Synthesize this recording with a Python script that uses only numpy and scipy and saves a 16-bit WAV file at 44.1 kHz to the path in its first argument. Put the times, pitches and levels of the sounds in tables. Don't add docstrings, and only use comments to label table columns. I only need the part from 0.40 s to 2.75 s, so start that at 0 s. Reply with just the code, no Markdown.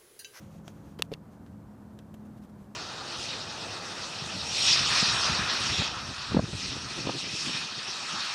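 import sys
import numpy as np
from scipy import signal
from scipy.fft import rfft, irfft
from scipy.io import wavfile

SR = 44100
rng = np.random.default_rng(int(sys.argv[2]) if len(sys.argv) > 2 else 0)


def transcribe(signal):
    frames = np.atleast_2d(signal).T
    limited = np.clip(frames, -1, 1)
    pcm = np.round(limited * 32767).astype(np.int16)
    wavfile.write(sys.argv[1], SR, pcm)


N = 103635

# start in seconds, level in dB, bass and treble corners in Hz.
CASE_CLICKS = [(0.6224, 0, 600, 17000), (0.7381, -11.5, 3370, 5200)]
# frequency in Hz, half width in Hz, level in dB.
CASE_RESONANCES = [(776, 146, -6), (1153, 330, 5), (1836, 126, 1), (2750, 229, 15), (3476, 160, 13),
                   (3900, 280, 11), (4520, 206, 9), (5440, 560, 2), (6400, 197, 1.5), (8080, 450, -3.5),
                   (9100, 470, 1), (10500, 450, -3.5), (13170, 2400, -11.5)]
# start in seconds, level in dB, pitch in Hz, t60 in seconds.
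FINGER_KNOCKS = [(0.2791, -40, 736, 0.023), (0.5958, -26, 460, 0.018), (0.717, -22.5, 454, 0.013),
                 (0.7241, -25, 462, 0.026), (1.5895, -47, 533, 0.0048), (1.7415, -40.5, 700, 0.016)]
# multiple of its pitch, level in dB, multiple of its t60.
HOLLOW_MODES = [(1.002, 1.5, 1), (2.1, -16, 0.8)]
# start in seconds, length in seconds, level in dB.
SKIN_RUBS = [(0.587, .011, -44.5), (0.716, .013, -52.5), (0.726, 0.021, -49)]
# start in seconds, level in dB, treble corner in Hz.
FAINT_TICKS = [(0.2799, -31, 6950), (0.2877, -47.5, 5000), (0.5959, -30.5, 2580), (0.6025, -45, 6900),
               (0.6053, -44, 7020), (0.6103, -45, 6000), (0.6503, -53.5, 7000), (0.7170, -39, 5000),
               (0.747, -40, 3120), (1.064, -45.5, 4700), (1.59, -36, 7000), (1.7422, -44.5, 13900),
               (1.7462, -45.5, 13800)]
# start and length in seconds, crackle level in dB, swish level in dB.
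DRY_RUSTLES = [(-0.05, .15, -64, -72.5), (0.068, 0.16, -65.5, -74.5), (0.235, 0.075, -66, -67),
               (0.268, 0.066, -67, -75), (0.3, 0.13, -68, -80), (0.397, 0.17, -67, -75),
               (0.622, 0.046, -66, -77), (0.902, 0.064, -69, -78), (1.046, 0.043, -71, -93),
               (1.845, 0.035, -68, -78), (1.964, 0.031, -66, -80), (2.01, 0.059, -64.5, -84),
               (2.089, 0.021, -68, -87), (2.166, 0.11, -70.5, -87)]
# frequency in Hz, relative level in dB.
RUB_EQ = [(300, -1), (900, 4), (1500, -1), (2200, 3), (3200, -3.5), (4400, 1.5), (5400, -3.5),
          (6400, -13.5), (10500, -14), (15000, -14.5)]
TICK_EQ = [(300, 10), (800, 3.5), (1400, -2), (2000, -3), (3200, 0), (4300, -9), (6500, -5), (8500, -12.5),
           (15000, -2.5)]
CRACKLE_EQ = [(500, 4.5), (1500, 0.5), (3000, -0.5), (5000, -5), (7700, -8), (10000, -7.5), (12000, -10),
              (15000, -11.5)]
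SWISH_EQ = [(4800, -18), (5700, -1), (6900, -1.5), (7900, -23)]
AIR_EQ = [(20, -23.5), (45, -11.5), (85, 1), (140, 0.5), (200, 1.5), (260, -6.5), (320, -6), (400, -12.5),
          (600, -14.5), (950, -18), (1500, -24.5), (2100, -34), (3000, -39), (4500, -40.5), (8000, -42),
          (15400, -46)]
# time in seconds, level in dB.
HUM_LEVELS = [(0, -59), (0.25, -54), (0.6, -57.5), (0.85, -63), (1.15, -51), (1.4, -55), (1.52, -51),
              (1.68, -51.5), (1.88, -47.5), (2.05, -55.5), (2.35, -51)]
# start and end in seconds, pitch in Hz, level in dB.
FAR_TONES = [(0.017, 1.01, 161, -54), (0.26, 1.33, 281, -59.5), (1.35, 2.15, 247, -58),
             (-0.1, 0.92, 541, -67.5)]

RATTLE_DB, RATTLE_T60_S, RATTLE_TREBLE_HZ = -25, .009, 8970
THUMP_HZ, THUMP_DB, THUMP_T60_S = 186, -14, .016
CRACK_DB, SCATTER_DB, SCATTER_T60_S, TAIL_DB, TAIL_T60_S = 10, -3, 0.0056, -14, 0.049
AIR_DB, SWELL_DB, SWELL_RATE_HZ = -49.5, 0.43, 14
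HUM_HZ, WAVER_HZ, WAVER_RATE_HZ, FLUTTER_DB = 209.6, 1.5, 5.2, 1.5


def clicks(size=4096):
    out, t = np.zeros(N), np.arange(size) / SR
    for start, db, bass_hz, treble_hz in CASE_CLICKS:
        rattle = soften(rng.standard_normal(size), RATTLE_TREBLE_HZ)
        rattle *= amp(RATTLE_DB - 60 * t / RATTLE_T60_S)
        bass_cut = signal.butter(1, bass_hz, "high", fs=SR)
        thin = signal.lfilter(*bass_cut, case_snap(size) + rattle)
        add(out, start, amp(db) * soften(thin, treble_hz))
    return out


def case_snap(size):
    f = abs(np.fft.fftfreq(size, 1 / SR))
    peaks = [amp(db) / (1 + ((f - hz) / width) ** 2) for hz, width, db in CASE_RESONANCES]
    gain = np.sqrt(sum(peak ** 2 for peak in peaks))
    minimum_phase = np.exp(signal.hilbert(np.log(gain)).conj())
    return np.fft.ifft(minimum_phase).real


def knocks(contact_s=0.001, size=256):
    out = np.zeros(N)
    push = np.sin(np.pi * np.minimum(np.arange(size) / SR / contact_s, 1))
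    thump = ring([(THUMP_HZ, THUMP_DB, THUMP_T60_S)])
    for start, db, hz, t60 in FINGER_KNOCKS:
        hollow = ring([(hz * ratio, mode_db, t60 * share) for ratio, mode_db, share in HOLLOW_MODES])
        add(out, start, amp(db) * np.convolve(hollow + thump, push / push.sum()))
    return out


def ring(modes, size=4096):
    t = np.arange(size) / SR
    return sum((-1) ** k * amp(db - 60 * t / t60) * np.sin(2 * np.pi * hz * t)
               for k, (hz, db, t60) in enumerate(modes))


def ticks(size=2048):
    out, t = np.zeros(N), np.arange(size) / SR
    crack = amp(CRACK_DB) * (t == 0)
    decay = amp(SCATTER_DB - 60 * t / SCATTER_T60_S) + amp(TAIL_DB - 60 * t / TAIL_T60_S)
    for start, db, treble_hz in FAINT_TICKS:
        tick = crack + decay * rng.choice([-1., 1.], size)
        add(out, start, amp(db) * soften(tick, treble_hz))
    return colour(out, TICK_EQ)


def friction(strokes, eq, slips_per_s=4000, slip_share=.35):
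    t = np.arange(N) / SR
    envelope = sum(amp(db) * np.sin(np.pi * np.clip((t - start) / length, 0, 1))
                   for start, length, db in strokes)
    slips = unit_rms(rng.standard_normal(N) * (rng.random(N) < slips_per_s / SR))
    texture = np.sqrt(slip_share) * slips + np.sqrt(1 - slip_share) * rng.standard_normal(N)
    return colour(envelope * texture, eq)


def rustles():
    crackle = friction([(start, length, db) for start, length, db, _ in DRY_RUSTLES], CRACKLE_EQ)
    swish = friction([(start, length, db) for start, length, _, db in DRY_RUSTLES], SWISH_EQ)
    return crackle + swish


def yard_air():
    bed = unit_rms(colour(rng.standard_normal(N), AIR_EQ))
    return bed * amp(AIR_DB + SWELL_DB * wander(SWELL_RATE_HZ))


def distant_engines(fade_s=0.11):
    t = np.arange(N) / SR
    out = drone(HUM_HZ) * amp(np.interp(t, *np.transpose(HUM_LEVELS)))
    for start, end, hz, db in FAR_TONES:
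        fade = np.clip(np.minimum(t - start, end - t) / fade_s, 0, 1)
        out += drone(hz) * amp(db) * fade
    return out


def drone(hz):
    turns = np.cumsum(hz + WAVER_HZ * wander(WAVER_RATE_HZ)) / SR + rng.random()
    flutter = amp(FLUTTER_DB * wander(WAVER_RATE_HZ))
    return unit_rms(np.sin(2 * np.pi * turns) * flutter)


def wander(rate_hz):
    f = np.fft.rfftfreq(N, 1 / SR)
    return unit_rms(irfft(rfft(rng.standard_normal(N)) / (1 + (f / rate_hz) ** 4), N))


def colour(x, eq):
    hz, db = np.transpose(eq)
    f = np.fft.rfftfreq(len(x), 1 / SR)
    gain = amp(np.interp(np.log(f + 1), np.log(hz), db))
    return irfft(rfft(x) * unit_rms(gain), len(x))


def soften(x, corner_hz):
    return signal.lfilter(*signal.butter(2, corner_hz, fs=SR), x)


def amp(db):
    return 10 ** (np.asarray(db) / 20)


def unit_rms(x):
    return x / np.sqrt(np.mean(x ** 2) + 1e-20)


def add(mix, start_s, sound):
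    part = mix[round(start_s * SR):][:len(sound)]
    part += sound[:len(part)]


def scene():
    handling = clicks() + ticks() + knocks() + friction(SKIN_RUBS, RUB_EQ) + rustles()
    return (handling + yard_air() + distant_engines())[None]


def record(dry, low_cut_hz=25, high_cut_hz=15450):
    trimmed = signal.sosfilt(signal.butter(2, low_cut_hz, "high", fs=SR, output="sos"), dry)
    high_cut = signal.firwin(401, high_cut_hz, window=("kaiser", 7), fs=SR)
    return signal.oaconvolve(trimmed, high_cut[None], "same")


dry = scene()
out = record(dry)
transcribe(out)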